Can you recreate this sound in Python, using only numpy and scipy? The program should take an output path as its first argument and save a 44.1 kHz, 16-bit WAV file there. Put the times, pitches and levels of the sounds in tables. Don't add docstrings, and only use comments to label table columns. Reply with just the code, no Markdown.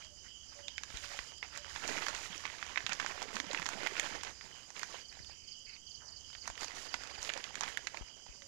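import sys
import numpy as np
from scipy import signal
from scipy.fft import rfft, irfft, next_fast_len
from scipy.io import wavfile
from scipy.ndimage import uniform_filter1d, map_coordinates

SR = 44100
rng = np.random.default_rng(int(sys.argv[2]) if len(sys.argv) > 2 else 0)


def invert_db(x):
    u = np.asarray(x, float) / 20
    return 10 ** u


def generate_wav(sig):
    pcm = np.round(np.clip(np.atleast_2d(sig).T, -1, 1) * 32767).astype(np.int16)
    wavfile.write(sys.argv[1], SR, pcm)


N = 373527
TIME = np.arange(N) / SR


def unit(x):
    return x / np.sqrt(np.mean(x ** 2) + 1e-20)


def along(points, hz):
    f, v = np.transpose(points)
    return np.interp(np.log(hz + 1), np.log(f + 1), v)


def curves(rows):
    s, *cols = np.transpose(rows)
    return [np.interp(TIME, s, c) for c in cols]


def wobble(rate):
    return map_coordinates(rng.standard_normal(400 + int(N / SR * 100)), [TIME * min(rate, 100)])


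def gate(start, end, edge):
    return np.clip(np.minimum(TIME - start, end - TIME) / edge + .5, 0, 1) ** 2


def run_of(first, last, spacing):
    return np.arange(first, last + spacing / 2, spacing)


def filtered(x, response):
    m = next_fast_len(N + SR // 2)
    return irfft(rfft(x, m) * response(np.fft.rfftfreq(m, 1 / SR)), m)[..., :N]


def resonance(hz, width_hz):
    return lambda f: 1j * f * width_hz / (hz * hz - f * f + 1j * f * width_hz)


def noise_through(response):
    return unit(filtered(rng.standard_normal(N), response))


def band(hz, width_hz):
    return noise_through(lambda f: resonance(hz, width_hz)(f) ** 3)


def place(times, shapes):
    at = np.round(np.asarray(times) * SR).astype(int)[:, None] + np.arange(shapes.shape[1])
    return np.bincount(at.ravel(), shapes.ravel(), N + SR)[:N]


def grains(hz, spread, cycles, scatter_db, count, size):
    draw = rng.random((count, 2))
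    pitch = np.clip(hz * np.exp(spread * rng.standard_normal((count, 1))), 60, .45 * SR)
    turns = pitch * np.arange(size) / SR
    strength = invert_db(np.minimum(-scatter_db * np.log(draw[:, 1:]), 13))
    return unit(place(draw[:, 0] * N / SR, strength * np.sin(2 * np.pi * turns) * np.exp(-turns / cycles)))


def blocked_port():
    # start_s, peak_db, swing_hz
    bumps = [
        (0.9425, -38, 43.7),
        (1.1924, -44.5, 40.8),
        (2.1355, -55, 43.7),
        (2.842, -42, 111),
        (5.2016, -43.5, 105),
        (6.4952, -43.5, 40),
        (6.979, -55, 44),
        (7.1883, -46, 44.5),
        (8.011, -36, 44.5),
        (8.2921, -44, 41.4),
    ]
    # freq_hz, density_db_per_hz
    hiss_spectrum = [(15, 17), (80, 4), (300, -2), (1200, -11), (4500, -17), (7600, -30), (8400, -41),
                     (15000, -52)]
    s, db, hz = np.transpose(bumps)[:, :, None]
    t = np.arange(3000) / SR
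    swing = -np.cos(2 * np.pi * hz * t) * np.exp(-(hz * t / 1.06) ** 2.0) * (1 - np.exp(-(t / 0.00051) ** 2))
    shiver = 0.38 * np.cos(2 * np.pi * 390 * t) * invert_db(-60 * t / 0.018) * (1 - np.exp(-t / 0.0011))
    hiss = noise_through(lambda f: invert_db(along(hiss_spectrum, np.maximum(f, 5))))
    return place(s[:, 0], invert_db(db) * (swing + shiver)) + invert_db(-70.0 + 0.6 * wobble(11)) * hiss


def night_air():
    # freq_hz, density_db_per_hz
    air_spectrum = [(12, -18), (25, -22), (100, -5.5), (250, -12.5), (800, -19), (1700, -22), (4000, -27.5),
                    (7300, -13), (8200, -28), (10500, -34.5), (15000, -43.5)]
    # time_s, level_db
    drone = [(0, -66), (.61, -67.5), (.99, -60.5), (1.23, -71), (1.6, -63), (2.26, -67), (4.32, -65.5),
             (4.76, -75.5), (5.28, -64), (5.54, -74), (6.2, -65), (8.47, -75)]
    air = invert_db(-66.5 + .8 * wobble(2.8)) * noise_through(lambda f: invert_db(along(air_spectrum, f)))
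    return air + invert_db(curves(drone)[0] - 1.0) * band(65.6, 69)


def chorus():
    # first_s, last_s, spacing_s, bout_s, level_db
    trills = [(0.034, .035, .3, 0.17, -61.5), (0.365, .7, 0.34, 0.19, -58.5), (1.0, 2.35, .3375, 0.17, -60),
              (2.69, 3.71, 0.38, 0.13, -61), (3.965, 4.235, 0.2, 0.23, -59),
              (4.58, 4.96, 0.42, 0.17, -60.5), (5.56, 6.27, 0.36, 0.22, -63), (6.575, 7.79, 0.3, 0.16, -64),
              (8.135, 8.135, .3, 0.3, -64.5)]
    # pitch_hz, width_hz, level_db
    far_bands = [(3000, 340, -5), (4935, 870, 1), (5920, 370, -6), (6400, 1340, -2.5)]
    bouts = sum(invert_db(db) * gate(s - bout / 2, s + bout / 2, 0.068)
                for first, last, spacing, bout, db in trills
                for s in run_of(first, last, spacing))
    trill = bouts * invert_db(1.6 * wobble(60)) * unit(band(3016, 350) + .5 * band(3227, 130))
    far = sum(invert_db(db - 63.5 + 1.5 * wobble(3.46) + 2.4 * wobble(25)) * band(hz, width)
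              for hz, width, db in far_bands)
    pulses = np.cos(np.pi * 9.75 * (TIME - 5.385)) ** 6
    return trill + far + invert_db(-65) * pulses * band(7100, 260)


def frog():
    # middle_s, pitch_hz, level_db
    croaks = [(.07, 627, -63.5), (.13, 587, -64), (.59, 575, -52.5), (.66, 571, -55.5), (1.055, 577, -60),
              (1.105, 573, -59), (1.15, 573, -58), (1.555, 584, -63), (1.605, 585, -55), (1.66, 553, -61),
              (8.4, 567, -66), (8.445, 554, -61.5)]
    s, hz, db = np.transpose(croaks)[:, :, None]
    hoot_s = .078
    life = np.clip(np.arange(4000) / SR / hoot_s, 0, 1)
    hoot = np.sin(np.pi * life) * np.sin(2 * np.pi * hz * hoot_s * life)
    return place(s[:, 0] - hoot_s / 2, invert_db(db - 3.5) * hoot) * (1 + .25 * wobble(60))


def cricket():
    # first_s, last_s, spacing_s, level_db, growth_db_per_s
    chirp_runs = [
        (5.014, 6.084, .2148, -45.5, 2.5),
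        (6.342, 7.109, .2552, -43, -1.5),
    ]
    # delay_s, level_db
    echo_paths = [
        (-.002, -3),
        (.0027, -7),
        (.0075, -14),
    ]
    t = np.arange(900) / SR
    life = np.clip(t / 0.0163, 0, 1)
    stroke = np.sin(np.pi * life) ** 0.46 * np.sin(2 * np.pi * np.cumsum(5150 - 800 * life) / SR)
    chirps = [(at, db + grow * (at - first))
              for first, last, spacing, db, grow in chirp_runs
              for at in run_of(first, last, spacing)]
    s, db = np.transpose(chirps)
    starts = (s[:, None] - .008 + .0405 * np.arange(3)).ravel()
    levels = (db[:, None] - 4.5 + [0, 1.5, 2.5] + rng.standard_normal((len(s), 3))).reshape(-1, 1)
    heard = sum(place(starts + late, invert_db(levels + path_db) * stroke) for late, path_db in echo_paths)
    return heard * invert_db(1.2 * wobble(100))


def yard(x):
    # freq_hz, t60_s
    decay = [(300, 0.37), (2000, 0.31), (8000, 0.13)]
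    hz, t, z = signal.stft(rng.standard_normal(SR // 3), SR, nperseg=256)
    tail = signal.istft(z * invert_db(-60 * t / along(decay, hz)[:, None]), SR, nperseg=256)[1]
    return signal.fftconvolve(np.pad(x, (150, 0)), tail / np.linalg.norm(tail))[:N]


def fingers():
    # start_s, end_s, start_hz, end_hz, level_db
    rubs = [(0.245, 0.288, 1404, 1975, -61.5), (1.426, 1.462, 2400, 2290, -56),
            (1.432, 1.458, 1210, 930, -55), (5.115, 5.165, 1900, 1750, -63),
            (5.305, 5.345, 2300, 3000, -63), (5.345, 5.55, 2450, 2400, -71),
            (5.66, 5.722, 2400, 2420, -61.5), (5.722, 5.776, 2350, 2400, -59.5),
            (5.68, 5.77, 4900, 3570, -69), (5.668, 5.779, 2000, 1000, -71), (6.003, 6.045, 1650, 1150, -59),
            (6.04, 6.16, 1500, 1550, -68), (6.015, 6.14, 800, 700, -68), (8.258, 8.346, 3100, 2200, -68.5)]
    rough = band(110, 480) * invert_db(1.5 * wobble(90))
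    out = np.zeros(N)
    for s, end, hz, end_hz, db in rubs:
        glide = np.sin(2 * np.pi * np.cumsum(np.interp(TIME, [s, end], [hz, end_hz])) / SR)
        out += invert_db(db + 2.5) * gate(s, end, 0.0087) * rough * glide
    return out


def sparks():
    # start_s, peak_db
    folds = [(0.9522, -56), (1.5623, -52), (1.575, -43), (1.8783, -36), (1.9205, -48), (2.0637, -36),
             (2.083, -46), (2.1485, -52), (2.8649, -53), (2.9507, -54), (3.402, -57), (3.5327, -47),
             (3.5588, -55), (3.597, -41), (3.6227, -53), (3.6461, -45), (3.6631, -48), (3.69, -39),
             (3.8724, -36), (3.998, -28), (4.2346, -58), (4.794, -35), (6.475, -45), (6.5765, -64),
             (6.9346, -48), (7.2914, -42), (7.7733, -32.5), (7.871, -47)]
    s, db = np.transpose(folds)[:, :, None]
    t = np.arange(300) / SR
    ticks = place(s[:, 0], invert_db(db + 16.0 - 60 * t / 0.0076) * rng.standard_normal((len(s), len(t))))
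    return filtered(ticks, lambda f: resonance(11500, 11000)(f) ** 2)


def bag():
    lifting = [(0.682, -25.5, 3620, -10.5), (0.781, -24, 2240, -13), (0.835, -25.5, 1710, -7),
               (0.903, -31, 1740, -15), (0.972, -29.5, 3790, -5.5), (1.19, -21, 1960, -42),
               (1.428, -21.5, 2400, -68), (1.56, -31, 1710, -21), (1.575, -26.5, 1830, -3),
               (1.76, -19, 1510, -45), (1.878, -33.5, 1460, 5.5), (2.066, -17.5, 1690, -20),
               (2.084, -21.5, 1550, -2), (2.149, -22, 1580, -11)]
    pouring = [(2.453, -15, 2250, -53), (2.627, -18, 1600, -45), (2.759, -22, 2120, -44),
               (2.772, -24.5, 1120, -38), (2.775, -16, 2066, -61), (2.865, -14, 2760, -13),
               (2.922, -18, 1980, -14.5), (2.999, -12, 1710, -19), (3.028, -25, 1630, -27),
               (3.047, -23, 824, -30), (3.063, -19.5, 1500, -13), (3.219, -22.5, 1000, -10),
               (3.356, -31, 1460, -0.5), (3.401, -21, 1990, -7), (3.532, -23.5, 1000, -7),
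               (3.547, -18.5, 2220, -34), (3.587, -23.5, 2090, -26), (3.619, -21.5, 2070, -30),
               (3.658, -21.5, 1570, -14), (3.689, -21, 1410, -5), (3.804, -26, 2000, -38),
               (3.833, -27, 960, -8), (3.864, -17.5, 2070, -25), (3.967, -21.5, 2470, -43),
               (3.997, -15.5, 2190, -9), (4.234, -25, 1630, -2.5), (4.272, -27.5, 1460, -17),
               (2.779, -21, 2010, -33), (2.813, -46, 3000, 4.5), (3.627, -26, 1900, -12),
               (3.741, -30, 2050, -25)]
    emptying = [(4.795, -29.5, 2530, -9), (4.832, -20.5, 1540, -9.5), (4.944, -26.5, 990, -22),
                (5.126, -41, 2520, -3), (5.153, -42, 4030, -25), (6.477, -23, 1260, -5.5),
                (6.942, -15.5, 1425, -11.5), (7.229, -32.5, 1330, 3), (7.293, -19, 2880, -25),
                (7.337, -24, 2610, -7), (7.376, -24, 960, -6.5), (7.441, -25, 3000, -6.5),
                (7.555, -27, 1810, -4), (7.609, -20.5, 1210, -4), (7.635, -17.5, 1240, -15.5),
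                (7.679, -25, 2100, -20), (7.773, -17, 1950, -26), (7.871, -18.5, 2080, -9),
                (7.945, -26, 985, -23), (7.972, -28.5, 2340, -5.5)]
    more_creases = [(.024, -38, 2350, -23), (.047, -39, 3320, -4), (1.32, -38, 1160, -15),
                     (1.646, -33, 1710, -26), (2.465, -25, 1510, -10), (2.584, -30.5, 3780, -26),
                     (2.805, -29, 1970, -30), (2.932, -34.5, 2100, 11), (3.227, -24, 900, -5),
                     (3.664, -20.5, 1680, -6.5), (3.871, -17, 2100, -18), (4.249, -33, 2600, -7),
                     (4.411, -32.5, 2060, -24), (4.704, -34, 1000, -6.5), (5.171, -38.5, 850, -22),
                     (5.246, -39, 3540, -2), (5.297, -37, 850, -19), (5.192, -41, 2000, -6),
                     (6.302, -39.5, 1470, -15), (6.33, -37, 2148, -7), (6.351, -29.5, 1910, -21),
                     (6.501, -28.5, 1040, -8), (6.61, -33, 2170, -3), (6.645, -27, 1010, -0.5),
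                     (6.707, -29.5, 1930, -28), (7.036, -29.5, 1510, -5), (6.682, -32, 2570, -3),
                     (7.02, -40, 1320, -5), (7.073, -34.5, 2580, -2), (7.151, -36, 1830, -8),
                     (7.189, -32, 1700, -18), (7.249, -37, 1980, 2), (7.3, -18.5, 1860, -22),
                     (7.318, -33, 2920, -22), (7.365, -28, 1940, -16), (7.507, -35.5, 910, -20),
                     (7.544, -36, 2110, -14), (7.688, -28, 1590, -15), (8.265, -38, 915, -11),
                     (8.421, -34, 2050, -16), (6.718, -34, 2000, -20), (6.726, -43, 2300, -20),
                     (6.745, -36, 960, -20), (6.773, -33, 960, -22), (7.056, -37, 1800, -20),
                     (8.023, -37, 950, -20), (8.048, -44, 2000, -14), (8.083, -42, 2400, -15),
                     (8.199, -45, 1550, -20),
                     (1.104, -36, 1370, -24), (1.382, -50, 3800, 10.5), (1.538, -39, 1820, -20),
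                    (1.844, -24.5, 970, -24), (1.894, -28, 1610, -26), (1.93, -28, 1780, -15),
                    (1.97, -27, 2360, -20), (1.979, -25, 2000, -25), (1.985, -23, 1890, -27),
                    (2.019, -35, 1720, -20), (2.044, -34, 1610, -15), (2.13, -26, 1630, -26),
                    (2.188, -32, 1200, -20), (2.361, -35, 3000, -3), (2.379, -45, 2500, 10),
                    (2.405, -36, 1980, -9), (2.477, -29, 2340, -22), (2.5, -29, 2020, -22),
                    (2.617, -36, 2350, -4), (2.665, -31, 1030, -7), (2.694, -33, 1360, -13),
                    (2.735, -44, 3040, -18), (2.894, -25.5, 1470, -5), (2.951, -40, 2000, 3),
                    (3.106, -32, 1340, -25), (3.12, -30, 1900, -25), (3.136, -44, 1520, -20),
                    (3.178, -28, 1360, -25), (3.307, -37, 2200, -16), (3.33, -32.5, 1580, -17),
                    (3.367, -20.5, 1530, -11), (3.443, -31.5, 900, -21), (3.467, -30, 2750, -16),
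                    (3.513, -26.5, 4060, -33), (3.575, -25, 2610, -27), (3.597, -23, 1290, -12),
                    (3.705, -30, 1010, -22), (3.733, -31, 2170, -24), (3.911, -34, 1990, -25),
                    (3.936, -31, 2100, -28), (3.954, -25, 1870, -32), (4.037, -26, 2570, -20),
                    (4.063, -26.5, 1830, -24), (4.149, -33, 900, -13), (4.211, -37, 3100, -10),
                    (4.351, -44, 3060, -22), (4.765, -30, 2500, -25), (6.456, -33, 2140, -12),
                    (6.554, -36, 3000, -9), (6.577, -29.5, 1950, -5.5), (6.632, -28.5, 1580, -1)]
    flips = lifting + pouring + emptying + more_creases
    s, db, hz, crack_db = np.transpose(flips)[:, :, None]
    t = np.arange(900) / SR
    luck = rng.standard_normal((len(s), 2))

    def partial(ratio, t60):
        return np.sin(2 * np.pi * hz * ratio * t) * invert_db(-60 * t / t60)

    def noise():
        return rng.standard_normal((len(s), len(t)))

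    low = .6 * partial(.62 * np.exp(.15 * luck[:, :1]), .009)
    high = .6 * invert_db(.3 * np.minimum(crack_db + 10, 0)) * partial(1.5 * np.exp(.15 * luck[:, 1:]), .007)
    ring = low - partial(1, .0095) - high
    buzz = uniform_filter1d(noise(), size=40) * partial(1, 0.03)
    patch = place(s[:, 0], invert_db(db - 7.5) * (ring + 2.33 * buzz))
    rattle = place(s[:, 0], invert_db(db) * 0.31 * noise() * invert_db(-60 * t / 0.037))
    burst = noise() * (invert_db(-60 * t / 0.0068) + 0.12 * invert_db(-60 * t / 0.12))
    crack = place(s[:, 0], invert_db(db + crack_db + 3.0) * burst)
    return (patch + filtered(rattle, lambda f: resonance(1640, 2400)(f) ** 2)
            + filtered(crack, lambda f: resonance(7500, 10000)(f) ** 2))


def lumps():
    # start_s, peak_db, pitch_hz
    landings = [(1.851, -34, 634), (1.901, -35, 423), (2.3, -39.5, 184), (3.255, -38, 450),
                (3.349, -34, 225), (3.401, -37, 277), (3.438, -37, 283), (3.467, -38.5, 190),
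                (3.535, -35.5, 296), (3.33, -38, 446), (3.83, -35, 300), (4.159, -43, 470),
                (2.354, -44.5, 320), (2.892, -40, 204), (3.213, -51, 560), (3.991, -46, 401),
                (3.505, -30.5, 540), (3.592, -37, 170), (3.732, -40, 330), (3.753, -36.5, 210),
                (3.804, -41, 575), (3.92, -35, 406), (4.032, -37.5, 580), (4.941, -37, 525),
                (7.29, -33.5, 605), (7.359, -33, 533), (7.94, -48, 580)]
    s, db, hz = np.transpose(landings)[:, :, None]
    turns = hz * np.arange(2500) / SR
    thud = np.sin(2 * np.pi * turns) * np.exp(-turns / 1.96) * (1 - np.exp(-turns / 0.39))
    return place(s[:, 0], invert_db(db + 1.5) * thud)


def soil():
    # time_s, steady_effort_db, coarseness_db
    handling = [(.3, -74, -12), (.7, -66, -1.5), (1.05, -50, -12), (1.37, -77, -2), (1.65, -58, -16.5),
                (1.9, -52.5, 0.5), (2.35, -55, -7.5), (2.85, -53.5, -5), (3.45, -59, 1), (4.12, -55.5, -1),
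                (4.38, -76, -3), (5.04, -86, -5.5), (5.4, -107, -0.5), (6.0, -76.5, 3), (6.42, -69.5, -0.5),
                (6.95, -52.5, -3), (7.82, -61.5, -2.5), (8.16, -67.5, 0)]
    # peak_s, swell_s, fade_s, level_db
    slides = [(.04, 0.076, 0.031, -58.5), (.267, 0.073, 0.064, -62.5), (.595, 0.12, 0.039, -58.5),
              (1.17, 0.11, 0.16, -52.5), (1.444, 0.023, 0.065, -56.5), (1.568, 0.068, 0.03, -49.5),
              (1.77, 0.11, 0.2, -48.5), (1.855, 0.032, 0.2, -45.5), (1.99, 0.18, 0.18, -46.5),
              (2.247, 0.22, 0.12, -48.5), (2.466, 0.18, 0.31, -54.5), (2.925, 0.026, 0.02, -43.5),
              (3.02, 0.048, 0.35, -54.5), (3.217, 0.51, 0.1, -51), (3.356, 0.039, 0.081, -46),
              (3.544, 0.1, 0.82, -49.5), (3.867, 0.13, 0.031, -47), (4.061, 0.13, 0.076, -45),
              (4.16, 0.019, 0.034, -48.5), (4.287, 0.064, 0.056, -50), (4.446, 0.034, 0.36, -58.5),
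              (4.79, .06, 0.22, -54.5), (4.99, 0.3, 0.05, -54), (5.15, 0.062, 0.13, -59),
              (5.32, 0.052, 0.047, -61), (5.75, 0.085, 0.032, -71), (6.48, 0.05, 0.041, -54),
              (6.625, 0.04, 0.034, -48), (6.805, 0.28, 0.068, -52), (7.311, 0.24, 0.22, -52),
              (7.691, 0.16, 0.088, -47.5), (7.97, 0.32, 0.083, -55.5)]
    # start_s, end_s, added_fizz_db
    swishes = [(0.888, 1.33, 6), (1.687, 1.844, 3), (1.864, 2.116, 3.5), (2.14, 2.293, 5),
               (2.343, 2.44, 4.5), (2.902, 2.96, -8), (3.068, 3.102, 7.5), (3.323, 3.41, 4),
               (3.523, 3.763, 1.5), (3.88, 4.12, 2), (4.407, 5.048, 2.5), (5.829, 5.976, 14),
               (6.048, 6.417, 7), (6.58, 6.675, 6), (6.744, 6.882, 8), (7.209, 7.304, 8.5),
               (7.67, 7.707, 6), (8.334, 8.459, 4)]
    steady_db, coarse_db = curves(handling)
    sliding_db = -22 + sum(db * gate(s, end, .025) for s, end, db in swishes)
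    t = TIME[::64]
    surge_power = np.zeros(len(t))
    for s, swell, fade, db in slides:
        away = np.maximum((s - t) / swell, (t - s) / fade)
        surge_power += invert_db(db - 12 * away ** 2) ** 2
    effort = np.sqrt(invert_db(steady_db) ** 2 + np.interp(TIME, t, surge_power))
    extra_db = 20 * np.log10(effort) + 60
    clump = .45 * wobble(16) + wobble(45)
    clods_db = coarse_db - 1.67 + 2 * clump
    crumbs_db = .25 * extra_db - 4.5 + 2.65 * clump
    grit_db = -0.052 * extra_db + 0.64 * sliding_db + 4.5 + 2.0 * clump
    film_db = sliding_db + 20.5 + 0.92 * clump
    clods = invert_db(clods_db) * grains(707, 0.54, 0.65, 4.1, count=5000, size=400)
    crumbs = invert_db(crumbs_db) * grains(1917, 0.313, 3.8, 3.5, count=11000, size=250)
    grit = invert_db(grit_db) * grains(5020, 0.374, 2.0, 5.6, count=20000, size=90)
    film = invert_db(film_db) * grains(10720, 0.13, 1.77, 2.5, count=45000, size=40)
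    return effort * (clods + crumbs + grit + film)


def scene():
    # freq_hz, gain_db
    mic_tone = [(100, -10.5), (400, -5), (930, -1), (1250, -4.5), (2000, -0.5), (4000, 1.5), (7000, 1.5),
                (8200, -16.5), (9300, -16.5), (10500, -27.5), (15000, -24)]
    near = soil() + lumps() + bag() + fingers() + sparks()
    near = filtered(near + invert_db(-17) * yard(near), lambda f: invert_db(along(mic_tone, f)))
    song = cricket()
    song = song + invert_db(-8.5) * yard(song)
    return np.array([blocked_port(), 2 * (near + song + frog() + chorus() + night_air())])


def low_pass(x):
    return signal.sosfilt(signal.butter(12, 16400, fs=SR, output="sos"), x)


def record(dry):
    dull = filtered(dry, lambda f: np.where(f < 15150, 1, invert_db(-32)))
    return low_pass(dull - [[.0001], [.0002]])


dry = scene()
out = record(dry)
generate_wav(out)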